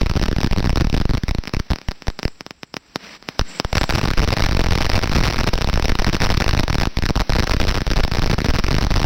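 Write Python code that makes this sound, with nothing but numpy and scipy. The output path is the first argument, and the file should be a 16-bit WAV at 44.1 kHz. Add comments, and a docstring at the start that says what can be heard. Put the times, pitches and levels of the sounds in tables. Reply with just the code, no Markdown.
"""Fountain firework crackling at night

It stands on open hard ground, a few metres from a phone. Small stars pop as clean blast waves.
Volleys of strong bangs overload the microphone: each crack is folded into a few random swings,
and a slow jolt up or down is left behind. Burning powder hisses in between as coloured noise, a thin
high band of noise shows when the crackle thins out, and a low rumble lies under it all."""
import sys
import numpy as np
from scipy import signal
from scipy.fft import rfft, irfft
from scipy.io import wavfile

SR = 44100
rng = np.random.default_rng(int(sys.argv[2]) if len(sys.argv) > 2 else 0)


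def level_to_linear(level):
    """Convert decibel levels to linear amplitude factors, elementwise."""
    exponent = np.asarray(level, float) / 20
    return 10 ** exponent


def store_wav(level_fs):
    """Save 16-bit WAV to argv[1]."""
    pcm = np.round(np.clip(np.atleast_2d(level_fs), -1, 1) * 32767)
    wavfile.write(sys.argv[1], SR, pcm.T.astype(np.int16))


N = 399105  # length [samples]

# how the overload changes over time:
# (time [s], typical size of a folded crack [dB], typical wobble as it settles [dB])
OVERLOAD = [(0.0, -7, -8.5), (1.1, -9, -8), (1.5, -8, -14), (2.1, -5.5, -13), (2.3, -4.5, -6),
            (3.4, -8, -14), (3.7, 0, -20), (4.0, -4.5, -13.5), (4.6, -4, -15), (5.2, -5.5, -16),
            (6.0, -4, -13.5), (7.0, -4, -11), (8.0, -5.5, -13.5), (9.05, -5.5, -8)]
SPLIT_HZ = 6000  # the microphone's treble step


def band(x, hz, kind, order=2):
    """Butterworth filter that never looks ahead in time."""
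    return signal.sosfilt(signal.butter(order, hz, kind, fs=SR, output="sos"), x)


def ring(x, hz, width_hz):
    """One resonance, gain 1 at its centre."""
    return signal.lfilter(*signal.iirpeak(hz, hz / width_hz, fs=SR), x)


def unit(x):
    """Scale to an rms of 1."""
    return x / np.sqrt(np.mean(x ** 2))


def curve(table):
    """The second column of a table, drawn as a line through every sample."""
    return np.interp(np.arange(N) / SR, np.array(table)[:, 0], np.array(table)[:, 1])


def spikes(at_s, size):
    """One-sample impulses at the given times."""
    return np.bincount(np.clip((at_s * SR).astype(int), 0, N - 1), size, N)


def play(trigger, shape):
    """Each impulse starts a copy of the shape."""
    return signal.fftconvolve(trigger, shape)[:N]


def blast(push_s, pull_s, pull):
    """Blast wave: a steep front and short push of air, then a longer suction."""
    t = np.arange(400) / SR
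    push = np.exp(-t / push_s)
    suction = pull * t / pull_s * np.exp(1 - t / pull_s)
    return push - suction


def volleys(count=24):
    """Time and jolt of every bang: uneven gaps fill each volley from its first bang to its last."""
    # volleys of overloading bangs:
    # (first bang [s], last bang [s], bangs [count], strongest jolt left behind [dB])
    bursts = [(0.012, 0.0163, 2, -5), (0.0317, 0.0317, 1, -6), (0.0615, 0.0674, 2, -7),
              (0.0971, 0.1133, 3, -7), (0.1547, 0.1743, 4, -8), (0.1964, 0.2381, 5, -10),
              (0.2574, 0.2613, 2, -30), (0.2829, 0.2856, 2, -7), (0.3142, 0.3281, 2, -11),
              (0.3639, 0.3639, 1, -7), (0.3844, 0.3844, 1, -22), (0.4054, 0.4141, 2, -19),
              (0.4328, 0.4461, 3, -6), (0.4633, 0.4723, 2, -12), (0.5115, 0.5115, 1, -6),
              (0.5264, 0.5317, 2, -7), (0.563, 0.6039, 5, -10), (0.6273, 0.6273, 1, -15),
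              (0.6434, 0.6727, 4, -9), (0.6949, 0.7038, 2, -8), (0.729, 0.729, 1, -6),
              (0.759, 0.759, 1, -9), (0.7734, 0.78, 2, -8), (0.8002, 0.8197, 5, -7),
              (0.8449, 0.8483, 2, -8), (0.8702, 0.8702, 1, -5), (0.8995, 0.8995, 1, -15),
              (0.928, 0.9485, 4, -9), (0.9663, 0.9761, 2, -9), (1.0012, 1.0181, 3, -8),
              (1.054, 1.054, 1, -7), (1.0932, 1.1091, 3, -7), (1.1356, 1.1505, 3, -10),
              (1.1729, 1.1785, 2, -14), (1.2353, 1.2353, 1, -10), (1.2829, 1.2916, 2, -9),
              (1.3105, 1.3105, 1, -6), (1.3488, 1.3488, 1, -15), (1.3846, 1.3846, 1, -6),
              (1.4743, 1.4743, 1, -25), (1.5369, 1.5471, 2, -15), (1.5672, 1.5672, 1, -7),
              (1.5985, 1.5985, 1, -9), (1.704, 1.7177, 3, -8), (1.7341, 1.7341, 1, -16),
              (1.886, 1.886, 1, -8), (2.0822, 2.0822, 1, -5), (2.2528, 2.2528, 1, -5),
              (3.3944, 3.3944, 1, -7), (3.4126, 3.4126, 1, -5), (3.648, 3.648, 1, -9),
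              (3.7293, 3.7293, 1, -8), (3.7533, 3.7813, 5, -7), (3.8126, 3.84, 4, -11),
              (3.8932, 3.9072, 3, -13), (3.925, 3.9585, 6, -9), (3.9746, 3.9932, 5, -16),
              (4.0144, 4.0563, 6, -9), (4.0746, 4.0863, 3, -13), (4.1044, 4.112, 2, -9),
              (4.1357, 4.1357, 1, -12), (4.1733, 4.2025, 6, -7), (4.2186, 4.247, 5, -10),
              (4.2764, 4.2887, 3, -10), (4.3059, 4.3369, 5, -11), (4.3676, 4.4238, 9, -11),
              (4.4384, 4.4651, 6, -8), (4.488, 4.4929, 2, -10), (4.5124, 4.5297, 3, -9),
              (4.5487, 4.5487, 1, -5), (4.5679, 4.5706, 2, -8), (4.5932, 4.6141, 4, -8),
              (4.6396, 4.6449, 2, -12), (4.6615, 4.668, 2, -9), (4.6861, 4.6861, 1, -7),
              (4.7083, 4.7565, 8, -9), (4.7768, 4.7857, 2, -13), (4.8064, 4.832, 5, -12),
              (4.8466, 4.866, 5, -10), (4.8945, 4.9167, 3, -13), (4.9316, 4.9912, 12, -9),
              (5.0151, 5.075, 8, -13), (5.0956, 5.0956, 1, -8), (5.1159, 5.1341, 4, -13),
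              (5.1498, 5.211, 13, -8), (5.228, 5.309, 14, -12), (5.3257, 5.344, 3, -15),
              (5.3608, 5.3681, 2, -15), (5.3829, 5.4117, 7, -12), (5.4337, 5.4904, 9, -11),
              (5.5334, 5.5555, 4, -8), (5.5784, 5.5866, 2, -15), (5.6105, 5.6212, 3, -13),
              (5.6446, 5.6446, 1, -8), (5.6741, 5.6741, 1, -9), (5.6887, 5.6985, 2, -9),
              (5.731, 5.74, 2, -7), (5.758, 5.758, 1, -6), (5.7756, 5.7756, 1, -6),
              (5.7975, 5.7975, 1, -13), (5.8246, 5.8246, 1, -7), (5.844, 5.8557, 3, -9),
              (5.8821, 5.9008, 4, -8), (5.9196, 5.9196, 1, -5), (5.9537, 5.9537, 1, -14),
              (5.9889, 5.9996, 4, -9), (6.0207, 6.0207, 1, -16), (6.0457, 6.0457, 1, -12),
              (6.0663, 6.0968, 6, -9), (6.1293, 6.1668, 7, -10), (6.2039, 6.325, 18, -9),
              (6.3412, 6.3464, 2, -9), (6.3719, 6.3756, 2, -7), (6.402, 6.4224, 5, -8),
              (6.443, 6.443, 1, -41), (6.4629, 6.4629, 1, -7), (6.4802, 6.4936, 3, -10),
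              (6.5104, 6.5104, 1, -13), (6.5313, 6.5357, 2, -7), (6.55, 6.55, 1, -16),
              (6.5692, 6.5763, 2, -9), (6.5912, 6.6069, 4, -9), (6.6333, 6.637, 2, -8),
              (6.6801, 6.6801, 1, -12), (6.6996, 6.7044, 2, -7), (6.7284, 6.7538, 3, -12),
              (6.7833, 6.7833, 1, -6), (6.8004, 6.855, 6, -10), (6.8715, 6.8715, 1, -7),
              (6.9709, 6.9709, 1, -6), (6.9874, 6.9874, 1, -9), (7.0239, 7.036, 2, -8),
              (7.0563, 7.0634, 2, -10), (7.0894, 7.1057, 3, -10), (7.1562, 7.1751, 3, -8),
              (7.1961, 7.2179, 4, -10), (7.2955, 7.3024, 2, -6), (7.3225, 7.3349, 2, -7),
              (7.3524, 7.4022, 7, -9), (7.4251, 7.4414, 3, -9), (7.4707, 7.4751, 2, -25),
              (7.4957, 7.5181, 4, -9), (7.5356, 7.5447, 3, -10), (7.5669, 7.5669, 1, -6),
              (7.6008, 7.6159, 4, -9), (7.63, 7.7236, 11, -9), (7.7478, 7.7836, 5, -11),
              (7.807, 7.818, 2, -13), (7.8668, 7.8778, 2, -9), (7.904, 7.9183, 3, -8),
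              (7.9344, 8.0053, 10, -8), (8.0348, 8.0791, 5, -9), (8.1151, 8.1192, 2, -9),
              (8.1371, 8.1555, 3, -12), (8.17, 8.17, 1, -15), (8.1844, 8.1942, 2, -4.5),
              (8.2201, 8.2432, 4, -10), (8.261, 8.275, 3, -9), (8.2982, 8.3884, 12, -10),
              (8.4041, 8.4176, 2, -14), (8.4452, 8.4641, 5, -13), (8.4851, 8.5094, 6, -8),
              (8.5377, 8.5635, 5, -10), (8.5864, 8.5975, 4, -11), (8.6396, 8.6444, 2, -7),
              (8.6661, 8.6861, 4, -11), (8.7078, 8.7289, 4, -11), (8.743, 8.751, 2, -10),
              (8.7652, 8.7652, 1, -5), (8.7835, 8.7869, 2, -15), (8.8101, 8.8481, 6, -10),
              (8.8679, 8.8679, 1, -6), (8.9056, 8.9196, 3, -7.5), (8.9407, 8.9407, 1, -7),
              (8.9569, 8.9794, 4, -7.5), (8.9966, 9.0026, 2, -15), (9.0167, 9.0167, 1, -11),
              (9.0308, 9.045, 3, -7)]
    gap_scatter = 0.7  # spread of the natural log of the gaps
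    jolt_scatter_db = 3.5  # mean drop of the other jolts below the strongest
    first_s, last_s, number, strongest_db = (column[:, None] for column in np.transpose(bursts))
    place = np.arange(count)
    fired = place < np.rint(number)
    gaps = np.exp(gap_scatter * rng.standard_normal(fired.shape)) * fired * (place > 0)
    progress = np.cumsum(gaps, axis=1) / (gaps.sum(axis=1, keepdims=True) + 1e-9)
    bang_s = first_s + (last_s - first_s) * progress
    shortfall = rng.exponential(size=fired.shape)
    smallest = np.where(fired, shortfall, np.inf).min(axis=1, keepdims=True)
    jolt_db = strongest_db - jolt_scatter_db * (shortfall - smallest)
    return bang_s[fired], jolt_db[fired]


def bangs(bang_s, count=6):
    """The overloaded converter folds each front into a few swings of chance sign, size and sharpness."""
    chance = rng.standard_normal((len(bang_s), 2 * count + 2))
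    db = np.interp(bang_s, *np.transpose(OVERLOAD)[:2]) + 1.87 * chance[:, -1]
    # uneven gaps put the swings around the bang; those near it are the largest
    later_s = np.cumsum(0.00024 * np.exp(0.5 * chance[:, :count]), axis=1) - 0.0008
    swings = chance[:, count:-2] * np.exp(-(later_s / 0.0012) ** 2)
    # whatever its shape, the fold carries about the same energy
    size = level_to_linear(db)[:, None] * swings / np.linalg.norm(swings, axis=1, keepdims=True)
    sharp = np.repeat(chance[:, -2] > 0, count)
    at_s = (bang_s[:, None] + later_s).ravel()
    sharp_spikes = spikes(at_s, 1.22 * size.ravel() * sharp)
    dull_spikes = spikes(at_s, size.ravel() * ~sharp)
    snap = play(sharp_spikes, blast(push_s=0.00011, pull_s=0.0003, pull=0.2))
    thud = play(dull_spikes, blast(push_s=0.00033, pull_s=0.00039, pull=0.24))
    return snap + thud + 0.16 * ring(snap + thud, 2320, 1050)


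def jolts(bang_s, jolt_db):
    """Each overload leaves an offset, up or down, that swells, dies and undershoots through the coupling."""
    chance = rng.standard_normal((len(bang_s), 3))
    t = np.arange(3000) / SR
    swell = np.exp(-t / 0.0037) * (1 - np.exp(-(t / 0.0014) ** 2))
    up_or_down = np.sign(chance[:, 0])
    offset = play(spikes(bang_s + 0.0014, level_to_linear(jolt_db) * up_or_down), swell / swell.max())
    wobble = level_to_linear(np.interp(bang_s, *np.transpose(OVERLOAD)[::2]))
    for column, hz, share in ((1, 163, 1), (2, 327, 0.42)):
        shape = np.exp(-t / 0.0021) * np.sin(2 * np.pi * hz * t)
        offset = offset + play(spikes(bang_s + 0.00073, share * wobble * chance[:, column]), shape)
    # offsets that pile up the same way run out of headroom
    headroom = 0.55
    squeezed = offset / (1 + (offset / headroom) ** 4) ** 0.25
    return band(squeezed, 3.6, "high", order=1)


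def pops():
    """Clean blast waves, each with a flipped ground bounce; the pressure swings back slowly."""
    # small stars: (time [s], level of the blast front before the resonances and the microphone [dB])
    stars = [(0.1382, -16), (0.981, -12), (1.4382, -16), (1.455, -17), (1.48, -13), (1.4947, -17),
             (1.5945, -18), (1.7596, -12.5), (1.7868, -17.5), (1.816, -19.5), (1.9121, -15), (1.9172, -12),
             (2.0224, -16.5), (2.071, -11.5), (2.1021, -15), (2.1914, -10), (2.1964, -14.5), (2.231, -6.5),
             (2.2804, -12), (2.4089, -12), (2.4652, -13.5), (2.5089, -12.5), (2.633, -10.5), (2.742, -10.5),
             (2.768, -6), (2.9593, -2), (3.2267, -22.5), (3.2886, -4.5), (3.3946, 1), (3.6, 0.5),
             (3.9438, -14), (4.3396, -11), (4.7931, -17), (4.8996, -3), (6.0243, -10), (6.1403, -10),
             (7.7446, -7), (8.1732, -11), (8.5716, -17)]
    star_s, db = np.transpose(stars)
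    start_s = star_s - 0.0005
    # the bounce lag depends on the star's height, here left to chance
    lag_s = 0.0002 + 0.0003 * rng.random(len(star_s))
    fronts = spikes(start_s, level_to_linear(db)) - 0.35 * spikes(start_s + lag_s, level_to_linear(db))
    wave = play(fronts, blast(push_s=0.00007, pull_s=0.00024, pull=0.5))
    return wave + 1.4 * ring(wave, 230, 200) + 0.6 * ring(wave, 2600, 1200) + 1.2 * ring(wave, 4900, 800)


def surroundings(tail_db, t60_s, count=13000):
    """Nearby surfaces return smeared echoes and a scattered tail that fades by 60 dB in t60_s."""
    # nearby surfaces: (delay [s], level [dB])
    surfaces = [(.0063, -41.5), (0.0121, -55)]
    t = np.arange(count) / SR
    shape = level_to_linear(tail_db - 60 * t / t60_s) * (t > surfaces[0][0] - 0.001)
    for delay_s, db in surfaces:
        shape = shape + level_to_linear(db) * np.exp(-((t - delay_s) / 0.00021) ** 2)
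    return shape * rng.standard_normal(count)


def haze(cracks):
    """The treble smears into a short haze of noise on both sides of every crack."""
    centre_hz, width_hz = 5300, 700  # the width is that of one pass; two passes are narrower
    narrow_db, top_db, spread_s = -12, -27, 0.0028  # levels relative to the smeared treble
    t = np.arange(-600, 601) / SR
    spread = np.exp(-np.abs(t) / spread_s)
    smeared = signal.fftconvolve(band(cracks, 3000, "high") ** 2, spread / spread.sum(), "same")
    noise = rng.standard_normal((2, N))
    narrow = ring(ring(noise[0], centre_hz, width_hz), centre_hz, width_hz)
    top = band(noise[1], SPLIT_HZ, "high", order=4)
    return np.sqrt(np.abs(smeared)) * (level_to_linear(narrow_db) * unit(narrow) + level_to_linear(top_db) * unit(top))


def spurts(column):
    """Spurts of powder swell and stop short: one gain column, in dB, at every sample."""
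    # (start of the swell [s], start of the stop [s], hiss gain [dB], high band gain [dB])
    surges = [(2.98, 3.166, 12.5, 8), (3.436, 3.594, 7, 21.5)]
    rise_s, stop_s = 0.063, 0.015
    t = np.arange(N) / SR
    gain_db = np.zeros(N)
    for row in surges:
        rising = (t - row[0]) / rise_s
        falling = (row[1] - t) / stop_s + 1
        gain_db = gain_db + row[column] * np.clip(np.minimum(rising, falling), 0, 1)
    return gain_db


def hiss():
    """Burning powder: coloured noise with a quick sputter."""
    # hiss between the cracks, before the microphone's treble step: (time [s], level [dB])
    powder = [(0.0, -43), (0.8, -45.5), (1.5, -49.5), (2.3, -53.5), (2.5, -58.5), (2.7, -61), (2.95, -52.5),
              (3.19, -56.5), (3.3, -46.5), (3.63, -48), (3.8, -40.5), (4.5, -40), (5.0, -39), (6.5, -41),
              (7.0, -45), (7.5, -40.5), (8.0, -42.5), (9.05, -39)]
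    # tone of the hiss: (frequency [Hz], relative level [dB])
    tone = [(60, -20), (110, -9), (180, 9), (500, 0), (1400, -1.5), (2400, -1), (3300, -5.5), (4300, -3.5),
            (5500, -1.5), (16000, -2.5)]
    hz, db = np.transpose(tone)
    colour = level_to_linear(np.interp(np.log(np.fft.rfftfreq(N, 1 / SR) + 1), np.log(hz), db))
    noise = irfft(rfft(rng.standard_normal(N)) * colour, N)
    spurt_db = spurts(column=2)
    noise = noise + 0.06 * spurt_db * ring(noise, 2200, 2000)  # a spurt is fuller in the middle
    sputter_db = 1.2 * unit(band(rng.standard_normal(N), 60, "low"))
    # the level counts what lies between 1 and 6 kHz
    even = noise / np.std(band(noise, (1000, 6000), "band", order=4))
    return even * level_to_linear(curve(powder) + spurt_db + sputter_db)


def high_band():
    """A narrow wavering hiss that swells with the powder spurts."""
    # heard while the crackle thins out: (time [s], level before spurts and throb [dB])
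    thin_hiss = [(1.4, -83), (2.3, -63), (2.5, -70), (3.3, -70), (3.63, -70), (3.8, -47), (4.0, -58),
                 (4.3, -85)]
    throb_db = 2 * unit(band(rng.standard_normal(N), 40, "low"))
    noise = unit(band(rng.standard_normal(N), (7100, 8100), "band", order=4))
    return noise * level_to_linear(curve(thin_hiss) + spurts(column=3) + throb_db)


def rumble():
    """The low night-time floor: noise between 20 and 90 Hz."""
    return level_to_linear(-60) * unit(band(rng.standard_normal(N), (20, 90), "band"))


def treble_step(x, shelf_db):
    """Everything above the step is much weaker, with a slight lift at the very top."""
    low = signal.fftconvolve(x, signal.firwin(121, SPLIT_HZ, fs=SR), "same")
    treble = x - low
    return low + level_to_linear(shelf_db) * (treble + 1.32 * ring(treble, 16400, 3700))


def capsule(x):
    """The microphone: a bass cut, a port resonance, a small dip, and weak treble above a steep step."""
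    x = band(x, 94, "high", order=3)
    x = x + 0.81 * ring(x, 5540, 2540) - 0.42 * ring(x, 3310, 420)
    return treble_step(x, -15.5)


def scene():
    """Cracks and their echoes pass the capsule; the jolts arise behind it."""
    bang_s, jolt_db = volleys()
    small, big = pops(), bangs(bang_s)
    # a bang is far louder than its folded crack, so its tail stands out more
    air = small + play(small, surroundings(tail_db=-37, t60_s=0.049))
    air = air + big + play(big, surroundings(tail_db=-36, t60_s=0.048))
    cracks = capsule(air) + haze(small + big) + jolts(bang_s, jolt_db)
    background = treble_step(hiss(), -29) + high_band() + rumble()
    return (cracks + background)[None]


def low_pass(x):
    """Removes everything above the highest recorded frequency."""
    return signal.sosfilt(signal.butter(12, 16690, fs=SR, output="sos"), x)


def record(dry):
    """The phone cuts the very top of the treble with a steep filter."""
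    top_hz = 15780
    cut = signal.sosfilt(signal.ellip(8, 0.2, 26, top_hz, fs=SR, output="sos"), dry)
    return low_pass(cut)


dry = scene()
out = record(dry)
store_wav(out)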